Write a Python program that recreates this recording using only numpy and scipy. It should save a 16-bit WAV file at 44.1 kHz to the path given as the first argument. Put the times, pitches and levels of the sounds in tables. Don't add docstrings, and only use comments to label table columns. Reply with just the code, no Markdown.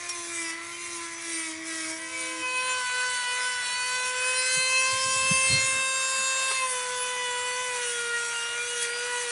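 import sys
import numpy as np
from scipy import signal
from scipy.fft import rfft, irfft, next_fast_len
from scipy.io import wavfile
from scipy.ndimage import uniform_filter1d, map_coordinates

SR = 44100
rng = np.random.default_rng(int(sys.argv[2]) if len(sys.argv) > 2 else 0)


def amplitude_ratio(level_db):
    exponent = np.asarray(level_db, float) / 20
    return 10 ** exponent


def unload_audio(sound):
    columns = np.transpose(np.atleast_2d(sound))
    steps = np.round(np.clip(columns, -1, 1) * 32767)
    wavfile.write(sys.argv[1], SR, steps.astype(np.int16))


N = 410571
TIME = np.arange(N) / SR
COARSE_TIME = np.arange(0, N, 64) / SR
COMMUTATOR = 18
SLOW_END_S = 2.422

# (time [s], slow pass level [dB], fast pass level [dB])
DISSOLVE = [
    (1.93, 5.5, -40),
    (2.0, 0, -19.5),
    (2.422, -3, -9),
    (2.428, -12, -5.5),
    (2.7, -13.5, -2),
    (2.9, -33, -5.5),
]
# (time [s], turning rate [Hz])
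SLOW_SPEED = [(0.0, 349.9), (0.14, 348.3), (0.51, 329.2), (0.7, 341.8), (0.88, 344.8), (1.11, 334.9),
              (1.26, 335.7), (1.49, 320.2), (1.53, 318.9), (1.67, 326.5), (1.86, 320.0), (1.93, 320.6),
              (2.02, 325.6), (2.13, 327.6), (2.38, 322.8), (2.43, 326.2)]
SLOW_LOW = [
    -48,
    -59.5,
    -55,
    -51.5,
]
SLOW_ORDERS = [-15, -9, -7, -5, -14, -19.5, -15.5, -16.5, -14.5, -22, -18, -16, -14, -10.5, -19, -15, -17,
               -19, -19, -19, -34, -21, -15, -10.5, -16, -13, -15]
# (time [s], half length [s], order [number], level over the grit [dB])
SLOW_FLARES = [(0.043, 0.031, 5, -4), (0.103, 0.015, 16, 2), (0.37, 0.045, 24, -3), (0.862, 0.07, 30, -8),
               (1.36, 0.07, 27, -4), (0.474, 0.05, 15, -9), (0.487, 0.043, 8, -7), (0.508, 0.033, 9, -2.5),
               (0.596, 0.085, 6, 4.5), (0.63, 0.09, 4, -2), (1.612, 0.025, 6, 1), (2.042, 0.021, 7, 7),
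               (2.16, 0.039, 7, 1.5)]
# (time [s], half length [s], order [number], change [dB])
SLOW_TURNS = [(0.055, 0.2, 1, -9.3), (0.19, 0.19, 3, 4.5), (0.355, 0.026, 3, -14), (0.432, 0.063, 18, -11),
              (0.653, 0.12, 18, -14), (0.766, 0.25, 1, -8), (0.925, 0.32, 2, -10.5), (0.99, 0.071, 3, 6),
              (1.18, 0.091, 1, -7.5), (1.53, 0.26, 18, -8), (1.705, 0.13, 3, -24), (2.113, 0.38, 2, 9),
              (2.205, 0.15, 3, 2), (2.4, 0.15, 1, 7.5)]
# (time [s], half length [s], order
# [number], change [dB])
SLOW_SHIFTS = [(0.13, 0.09, 8, -12.4), (0.226, 0.047, 7, -17), (0.28, 0.2, 5, -4.5), (0.4, 0.08, 12, -10),
               (0.407, 0.09, 4, 4), (0.41, 0.061, 6, 6), (0.74, 0.081, 17, -11.0), (0.75, 0.065, 9, 14),
               (0.94, 0.09, 6, -5), (0.95, 0.04, 5, -12), (1.01, 0.13, 18, -5), (1.06, 0.18, 7, -8),
               (1.078, 0.099, 4, 6), (1.1, 0.2, 17, -5), (1.398, 0.036, 7, 2.5), (1.77, 0.045, 7, -12),
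               (1.81, 0.04, 15, -18), (1.885, 0.068, 6, -8), (2.03, 0.04, 6, 7), (2.06, 0.068, 7, -6),
               (2.17, 0.07, 6, -10.7), (2.22, 0.082, 5, -11), (2.251, 0.2, 9, 5), (2.28, 0.055, 3, -5),
               (2.387, 0.06, 6, 3)]
# (frequency [Hz], level [dB])
HOUSING_SLOW = [(250, -18), (500, -16), (1200, -9.5), (1800, -7), (2200, 2.5), (2700, -10.5), (3300, -11),
                (4500, -10.5), (6000, -18)]
HOUSING_DB = [
    -47,
    -34,
]


def slow_pass():
    share_db = curves(DISSOLVE)[0]
    shaft = angle(SLOW_SPEED, shake_hz=0.808)
    low_db = lobes(SLOW_LOW, SLOW_TURNS + SLOW_SHIFTS)
    orders = [k for k in range(4, 32) if k != COMMUTATOR]
    upper_db = [flared(k, db, SLOW_FLARES) + turned(k, SLOW_SHIFTS) for k, db in zip(orders, SLOW_ORDERS)]
    sound = tool(shaft, low_db, orders, upper_db, blur=1.1, ripple_db=-24, housing=HOUSING_SLOW,
                 housing_db=HOUSING_DB[0], null_hz=4230, share_db=share_db, depth=0.68)
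    return sound + bites(shaft, 0, SLOW_END_S, HOUSING_SLOW)


POSES = [2.5, 4.2, 4.45, 5.55, 5.75, 6.5, 6.65, 7.75, 7.9, 9.3]
# (time [s], turning rate [Hz])
FAST_SPEED = [(2.05, 513.5), (3.23, 497.5), (3.75, 496.3), (5.01, 525.1), (5.71, 528.1), (6.55, 528.5),
              (6.79, 498.6), (7.11, 498.9), (7.35, 491.2), (7.63, 501.3), (8.01, 473.4), (8.35, 471.0),
              (9.29, 486.7)]
# (time [s], half length [s], change [Hz])
LOADS = [(2.2, .06, -1.5), (2.45, .08, -2), (3.05, .06, 2), (3.92, .07, 2), (4.18, .08, -2.5),
         (2.69, 0.1, 5.2), (2.89, 0.07, -4.1), (3.25, 0.07, -4.2), (3.45, 0.1, 3.3), (3.67, 0.07, -3.0),
         (8.43, 0.07, -3.0), (8.67, 0.1, 4.4), (8.87, 0.07, -6.5), (9.11, 0.1, 4.4), (9.29, 0.045, -7.9)]
FAST_LOW = [
    (-40.5, -35.5, -38.5, -35, -34.5),
    (-32, -27, -31, -31, -45.5),
    (-29.5, -33, -31.5, -35, -32),
    (-32, -29.5, -42.5, -33, -37.5),
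    (-33, -28, -28.5, -37, -39),
    (-37.5, -32, -42, -35.5, -41),
    (-42, -41.5, -33, -38.5, -44),
    (-37, -32.5, -41.5, -40.5, -39.5),
]
FAST_ORDERS = [(-7, -5, -10, -18, -15), (-7, -10, -6, -14, -17), (-15, -10, -11, -17, -17),
               (-10, -9, -17, -18, -18), (-11, -8, -9, -10, -10), (-13, -7, -8, -14, -11),
               (-14, -13, 0, -17, -17), (-11, -7, -9, -16, -17), (-13, -11, -6, -15, -15),
               (-18, -11, -10, -11, -19), (-14, -11, -12, -15, -17), (-17, -14, -11, -16, -16),
               (-20, -35, -33, -13, -14)]
# (time [s], half length [s], order [number], level over the grit [dB])
FAST_FLARES = [(2.716, 0.062, 14, -2.5), (4.67, 0.15, 8, -4), (3.4, 0.11, 10, -10), (3.96, 0.055, 8, -12),
               (5.312, 0.054, 19, 2), (5.537, 0.06, 8, 2.5), (5.5, 0.13, 16, -3), (5.636, 0.044, 13, -1),
               (6.58, 0.05, 8, -8), (5.952, 0.12, 16, 1), (6.25, 0.12, 13, -6), (6.687, 0.051, 17, -3),
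               (6.728, 0.031, 20, 2.5), (7.04, 0.056, 20, 0.5), (7.4, 0.16, 15, -9), (7.516, 0.1, 9, -6),
               (7.904, 0.087, 20, -1), (8.25, 0.04, 21, -4), (8.256, 0.05, 12, -3), (8.965, 0.079, 10, -4),
               (9.02, 0.045, 8, -10)]
# (time [s], half length [s], order [number], change [dB])
FAST_TURNS = [(2.243, 0.12, 1, 7), (2.45, 0.37, 3, -7), (2.58, 0.27, 4, -7.5), (3, 0.1, 3, 4.5),
              (3.207, 0.074, 1, -16.5), (3.472, 0.025, 3, 4.5), (3.684, 0.18, 1, -13), (4.24, 0.13, 1, 6),
              (4.244, 0.16, 4, -6), (4.51, 0.1, 3, 5.5), (4.524, 0.21, 2, -9.5), (5.12, 0.17, 4, -13.5),
              (5.463, 0.23, 3, -6), (5.54, 0.083, 2, -11.5), (5.727, 0.21, 4, 11), (6.545, 0.023, 3, -5),
              (6.58, 0.033, 4, 10), (6.625, 0.056, 3, -12), (6.58, 0.031, 1, -8), (6.64, 0.03, 2, 9),
              (6.697, 0.02, 1, -6), (6.887, 0.17, 4, -10), (7.895, 0.035, 4, -9), (8.12, 0.15, 3, 5.7),
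              (8.156, 0.04, 4, 11.5), (8.405, 0.2, 1, -8.5), (8.652, 0.07, 4, -14.1), (8.844, 0.013, 4, 8),
              (8.905, .03, 4, 5), (9.15, 0.038, 4, 5), (9.15, 0.091, 2, 14), (9.24, 0.045, 3, -10),
              (2.15, 0.15, 18, 4), (2.358, 0.49, 7, -10.9), (2.38, 0.03, 5, -6), (2.44, 0.069, 18, -8),
               (2.543, 0.17, 5, 6), (2.83, 0.024, 5, -24), (3.16, 0.08, 5, -15.3), (3.31, 0.33, 6, 3),
               (3.488, 0.16, 18, 5), (3.535, 0.11, 5, -16), (4.0, 0.12, 5, 2.5), (4.17, 0.032, 18, -14),
               (4.287, 0.069, 5, 8.0), (4.314, 0.25, 18, 7), (4.78, 0.065, 7, -17), (4.784, 0.084, 5, 6.5),
               (4.994, 0.13, 18, -7), (5.08, 0.16, 5, -4.5), (5.384, 0.38, 5, 6.5), (5.506, 0.05, 18, -4.5),
               (5.53, 0.092, 7, 8), (5.702, 0.57, 18, 7.5), (6.614, 0.058, 5, 6.5), (6.668, 0.088, 6, -9),
               (6.71, 0.025, 5, -12), (6.914, 0.054, 6, -17.0), (7.875, 0.075, 6, 7.5),
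               (7.968, 0.07, 7, 10.5), (8.436, 0.11, 6, 12.5), (8.61, 0.037, 5, 10), (8.73, 0.052, 6, 9)]
# (time [s], half length [s], order
# [number], change [dB])
FAST_SHIFTS = [(2.776, 0.036, 4, -10), (2.77, 0.036, 14, -6), (2.868, 0.04, 1, -20), (2.92, 0.068, 11, -3),
               (3.46, 0.028, 8, -3), (3.505, 0.069, 11, 10), (3.627, 0.06, 2, -8), (3.714, 0.083, 3, -6),
               (3.777, 0.068, 9, 4), (3.844, 0.044, 7, -18), (4.136, 0.024, 5, -13), (4.217, 0.098, 8, -8),
               (4.405, 0.12, 10, 4.5), (4.44, 0.049, 7, -10.0), (4.46, 0.047, 6, -9.6),
               (4.48, 0.046, 2, -8.4), (4.58, 0.065, 10, -14), (5.1, 0.18, 8, -7), (4.826, 0.042, 18, 5.5),
               (5.014, 0.063, 10, 6.7), (5.083, 0.04, 18, -6), (5.143, 0.1, 12, -11.1), (5.32, 0.048, 12, 8),
               (5.34, 0.09, 11, -14), (5.2, 0.22, 9, 5.5), (5.857, 0.076, 14, -4), (5.898, 0.12, 8, -14),
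               (6.01, 0.053, 18, -6), (6.14, 0.058, 4, -12), (6.18, 0.06, 12, -8), (6.28, 0.097, 10, -13),
               (6.33, 0.09, 18, -12), (6.55, 0.07, 10, -12), (6.91, 0.065, 5, -9.2), (7.204, 0.033, 3, -10.3),
               (7.744, 0.06, 7, -8), (7.75, 0.04, 6, -10), (7.912, 0.049, 5, -13), (8.134, 0.06, 6, 5),
               (8.15, 0.067, 5, 3), (8.27, 0.053, 6, -17), (8.35, 0.19, 2, 5.5), (8.59, 0.03, 6, -8),
               (8.66, 0.06, 7, 4), (8.77, 0.04, 5, -10.7), (8.82, 0.04, 7, 11), (8.84, 0.042, 12, -12.6),
               (8.858, 0.03, 5, 4.5), (9.04, 0.09, 11, 8), (9.156, 0.044, 6, 8)]
BLUR = [.85, .6, .4, .9, .9]
RIPPLE = [-20, -18, -16, -19, -19]
BENCH_NULL_HZ = [4780, 4200, 4000, 4030, 5320]
# (frequency [Hz], level [dB])
HOUSING_FAST = [(250, -25), (500, -9.5), (1200, -3), (1800, -0.5), (2300, -0.5), (2900, -2), (3600, -5),
                (4500, -6), (6000, -31)]


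def fast_pass():
    def by_pose(values):
        return np.interp(TIME, POSES, np.repeat(values, 2))

    share_db = curves(DISSOLVE)[1]
    shaft = angle(FAST_SPEED, shake_hz=0.49, loads=LOADS)
    low_db = lobes([by_pose(db) for db in FAST_LOW], FAST_TURNS + FAST_SHIFTS)
    orders = [k for k in range(8, 22) if k != COMMUTATOR]
    upper_db = [flared(k, by_pose(db), FAST_FLARES) + turned(k, FAST_SHIFTS) for k, db in zip(orders, FAST_ORDERS)]
    sound = tool(shaft, low_db, orders, upper_db, by_pose(BLUR), by_pose(RIPPLE), housing=HOUSING_FAST,
                 housing_db=HOUSING_DB[1], null_hz=by_pose(BENCH_NULL_HZ), share_db=share_db, depth=0.38)
    return sound + bites(shaft, SLOW_END_S, np.inf, HOUSING_FAST)


# (time [s], level [dB])
NEARNESS = [
    (0.02, -50.5),
    (0.42, -42.5),
    (0.6, -56),
    (0.78, -48.5),
    (3.82, -33),
    (5.32, -27.5),
    (7.24, -33.5),
    (9.28, -32),
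]
# (time [s], half length [s], change of the grit [dB])
STROKES = [(0.5, 0.03, 3.5), (0.92, 0.032, 2), (1.16, 0.067, -5.5), (1.38, 0.078, 2), (1.6, 0.062, -10.5),
           (1.96, 0.11, -3.5), (2.24, 0.078, 4.5), (2.5, 0.079, 1), (3.0, 0.44, 3.5), (4.56, 0.066, 2),
           (5.88, 0.17, -2.5), (6.58, 0.13, 2.5), (7.86, 0.077, 3), (8.12, 0.037, -3.5), (8.52, 0.084, -2),
           (8.82, 0.062, 4.5), (8.94, 0.087, -5), (9.2, 0.036, 3)]
# (time [s], half length [s], change [dB])
HOVER = [
    (2.62, 0.22, -6.5),
    (5.25, .25, -0.5),
    (9.0, .15, 0),
]
# (order [number], level over the housing noise [dB])
BEARING = [(3.447, -16.5), (4.447, -25), (5.447, -16), (6.446, -23), (7.447, -23)]
# (time [s], half length [s], change of the ball tones [dB])
RATTLES = [
    (3.3, .4, 2),
    (4.5, .4, 0),
    (7.2, 0.35, 1),
    (9.0, 0.18, 3),
]
# (frequency [Hz], level [dB])
GRIT = [(1500, -15), (3500, -2.5), (5000, 3), (6500, 6), (8500, 6.5), (10500, 6.5), (14000, -30)]


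def tool(shaft, low_db, orders, upper_db, blur, ripple_db, housing, housing_db, null_hz, share_db, depth):
    housing_db = housing_db + 0.6 * wobble(6.2) + swells(HOVER)
    grit_db = curves(NEARNESS)[0] + swells(STROKES)
    *low_db, bars_db = low_db
    low_blur = 0.2 * np.minimum(blur, 1)
    low = stack(shaft, range(1, len(low_db) + 1), low_db, low_blur, rate=22, ripple_db=-29)
    bars = stack(shaft, [COMMUTATOR], [bars_db], blur=0.32, rate=30, ripple_db=-21.5)
    upper = stack(shaft, orders, upper_db, blur, rate=28, ripple_db=ripple_db)
    balls = stack(shaft, *np.transpose(BEARING), blur=0.11, rate=5.5, ripple_db=-8.0)
    body = coloured(scraping(shaft, depth=0.47, spread_db=-3.5), housing)
    grit = amplitude_ratio(1.3 * wobble(30)) * coloured(scraping(shaft, depth, spread_db=4), GRIT)
    noise = amplitude_ratio(-0.31) * patchy(amplitude_ratio(housing_db) * body + amplitude_ratio(grit_db) * grit, null_hz)
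    tones = low + bars + amplitude_ratio(grit_db + 0.78) * upper + amplitude_ratio(housing_db + swells(RATTLES)) * balls
    return amplitude_ratio(share_db) * (tones + noise)


# (time [s], level [dB], time to die away by 60 dB [s], knock over the scrape [dB])
BITES = [
    (0.09, -29, 0.099, -10),
    (1.293, -37, 0.2, -20.5),
    (6.512, -34.5, 0.067, 6.5),
    (7.83, -32, 0.034, -19),
    (8.825, -24, 0.067, -11),
    (8.848, -31, 0.061, -14),
]


def bites(shaft, after_s, before_s, housing):
    once_a_turn = np.exp(np.cos(shaft))
    scrape = coloured(once_a_turn * rng.standard_normal(N), GRIT)
    knock = coloured(once_a_turn * rng.standard_normal(N), housing)
    out = np.zeros(N)
    for s, db, t60, knock_db in BITES:
        if after_s < s < before_s:
            onset = np.clip((TIME - s) / 0.0032, 0, 1)
            out += amplitude_ratio(db - 60 * np.abs(TIME - s) / t60) * onset * (scrape + amplitude_ratio(knock_db) * knock)
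    return out


def angle(speed, shake_hz, loads=()):
    hz = uniform_filter1d(curves(speed)[0], size=SR // 24) + swells(loads)
    return 2 * np.pi * np.cumsum(hz + shake_hz * wobble(60)) / SR


def stack(shaft, orders, levels_db, blur, rate, ripple_db):
    mains = 2 * np.pi * 120 * TIME
    out = np.zeros(N)
    for k, db in zip(orders, levels_db):
        start = rng.uniform(0, 2 * np.pi, 2)
        swing = 1 + 2 * amplitude_ratio(ripple_db + 0.63 * wobble(2.96)) * np.cos(mains + start[1])
        loose = np.clip(blur * k / max(orders), 0, 1) ** 1.2
        along = np.sqrt(1 - loose) + np.sqrt(loose / 2) * wobble(rate)
        across = np.sqrt(loose / 2) * wobble(rate)
        turning = k * shaft + start[0]
        out += amplitude_ratio(db) * swing * (along * np.sin(turning) + across * np.cos(turning))
    return np.sqrt(2) * out


def flared(order, base_db, flares):
    extra = np.zeros(len(COARSE_TIME))
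    for s, half, k, db in flares:
        if k == order:
            extra += amplitude_ratio(db) * np.exp(-((COARSE_TIME - s) / half) ** 2)
    fading_db = 3 * (0.5 - wobble(5) ** 2)
    return 20 * np.log10(amplitude_ratio(base_db + fading_db) + np.interp(TIME, COARSE_TIME, extra))


def lobes(bases_db, turns):
    orders = [*range(1, len(bases_db)), COMMUTATOR]
    return [db + turned(order, turns) for order, db in zip(orders, bases_db)]


def turned(order, turns):
    return swells([(s, half, change) for s, half, k, change in turns if k == order])


def scraping(shaft, depth, spread_db):
    turn = (shaft / (2 * np.pi)).astype(int)
    force = amplitude_ratio(spread_db * rng.standard_normal(turn[-1] + 1))[turn]
    return rng.standard_normal(N) * (1 + depth * force * np.cos(shaft))


def patchy(x, null_hz):
    hz, at, z = signal.stft(x, SR, nperseg=512)
    field = uniform_filter1d(rng.standard_normal(z.shape), size=2, axis=0)
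    field = unit(uniform_filter1d(field, size=20, axis=1))
    patches_db = 2.2 * field - 6 * np.clip(-field - 1, 0, 2)
    moving_hz = np.interp(at, TIME, null_hz + np.zeros(N))
    nulls_db = 0
    for centre, db in ((moving_hz, -11), (757, -4)):
        nulls_db = nulls_db + db * np.exp(-((hz[:, None] - centre) / 120) ** 2)
    return signal.istft(z * amplitude_ratio(patches_db + nulls_db), nperseg=512)[1][:N]


# (time [s], half length [s], frequency [Hz], change [dB])
HOLES = [(0.275, 0.078, 2940, -18.0), (2.62, 0.066, 4870.0, -28.0), (2.68, 0.17, 870, -16),
         (3.0, 0.066, 4820, -22), (3.46, 0.05, 830, -16), (4.64, 0.072, 3450.0, -19.0),
         (4.884, 0.13, 1290.0, -24), (5.15, 0.12, 1850, -29), (5.16, 0.065, 5030, -18.0),
         (5.17, 0.078, 6070.0, -30), (5.324, 0.132, 2350, -32.0), (5.34, 0.043, 3960.0, -30),
         (5.38, 0.048, 1340.0, -16), (5.62, 0.084, 4570.0, -18), (5.66, 0.072, 2970.0, -28.0),
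         (5.81, 0.072, 6590.0, -21.0), (5.97, 0.072, 8370, -20.0), (6.1, 0.4, 2400, -11),
         (6.31, 0.054, 6630.0, -19.0), (6.45, 0.066, 6630.0, -21.0), (6.63, 0.084, 3940, -27.0),
         (6.9, 0.18, 354, -12), (7.54, 0.084, 4180.0, -25.0), (7.59, 0.066, 10160.0, -33.0),
         (7.93, 0.16, 4070, -27)]


def hollowed(x):
    hz, at, z = signal.stft(x, SR, nperseg=2048, noverlap=1536)
    holes_db = np.zeros(z.shape)
    for s, half, centre, db in HOLES:
        holes_db += db * np.exp(-((hz[:, None] - centre) / 75) ** 4 - ((at - s) / half) ** 4)
    return signal.istft(z * amplitude_ratio(holes_db), nperseg=2048, noverlap=1536)[1][:N]


# (time [s], hold [s], level [dB])
GUSTS = [
    (4.573, 0.0091, -53),
    (4.927, 0.27, -48.5),
    (5.304, 0.012, -42.5),
    (5.515, 0.0081, -33.5),
    (5.633, 0.14, -48),
]
# (time [s], peak level [dB], frequency [Hz], half
# length [s])
PUFFS = [(4.58, -37, 160, .01), (4.94, -40, 105, .012), (5.065, -42, 125, .01), (5.165, -40, 125, .01),
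         (5.318, -20, 170, .006), (5.507, -30, 150, .006), (5.537, -24, 120, .008), (5.552, -28, 150, .006),
         (5.575, -34, 95, .01), (5.643, -38, 120, .01), (6.2, -50, 220, .02), (6.516, -41, 430, .008),
         (6.514, -37, 900, .007), (6.518, -36, 1260, .008)]
# (frequency [Hz], level [dB])
AIR = [(25, -45), (68, -21), (85, 0), (125, -11), (165, -7.5), (250, -9), (400, -19), (900, -27.5)]


def buffeting():
    gusts = np.zeros(N)
    for s, hold, db in GUSTS:
        rise_db = 270 * np.clip(s - TIME, 0, 1)
        fall_db = 146 * np.clip(TIME - s - hold, 0, 1)
        gusts += amplitude_ratio(db - rise_db - fall_db)
    out = gusts * unit(amplitude_ratio(3.9 * wobble(25)) * coloured(rng.standard_normal(N), AIR))
    for s, db, hz, half in PUFFS:
        out += amplitude_ratio(db) * np.exp(-((TIME - s) / half) ** 2) * np.cos(2 * np.pi * hz * (TIME - s))
    return out


# (frequency [Hz], level [dB])
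ROOM = [(25, -30), (55, -16), (70, -17), (85, 1), (130, -4), (250, -7.5), (600, -13), (1500, -26.5)]


def room_tone():
    return amplitude_ratio(-60.5 + 0.8 * wobble(2.7)) * coloured(rng.standard_normal(N), ROOM)


def unit(x):
    return x / np.sqrt(np.mean(x ** 2) + 1e-20)


def curves(rows):
    s, *columns = np.transpose(rows)
    return [np.interp(TIME, s, column) for column in columns]


def swells(rows):
    total = np.zeros(len(COARSE_TIME))
    for s, half, size in rows:
        total += size * np.exp(-((COARSE_TIME - s) / half) ** 2)
    return np.interp(TIME, COARSE_TIME, total)


def wobble(rate):
    at = np.arange(0, N + 64, 64)
    knots = rng.standard_normal(int(N * rate / SR) + 4)
    return np.interp(np.arange(N), at, map_coordinates(knots, [at * rate / SR]))


def coloured(x, points):
    m = next_fast_len(N + 8192)
    hz, db = np.transpose(points)
    bins = np.log(np.fft.rfftfreq(m, 1 / SR) + 1)
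    gain = amplitude_ratio(np.interp(bins, np.log(hz), db, left=-120))
    return unit(irfft(rfft(x, m) * gain, m)[:N])


def scene():
    work = hollowed(slow_pass() + fast_pass())
    return (work + buffeting() + room_tone())[None]


def low_pass(x):
    return signal.sosfilt(signal.butter(12, 11820, fs=SR, output="sos"), x)


def record(dry):
    hz = np.fft.rfftfreq(N, 1 / SR)
    gain_db = np.interp(hz, [10710, 10820, 11250, 11350, 11520, 11680], [0, -60, -60, -8, -8, -60])
    spectrum = rfft(dry) * amplitude_ratio(gain_db)
    kept = irfft(spectrum * (hz < 11000), N)
    leak = irfft(spectrum * (hz >= 11000), N)
    flicker = np.clip(8 * wobble(28) - 1, 0, 1)
    return low_pass(kept + flicker * leak)


dry = scene()
out = record(dry)
unload_audio(out)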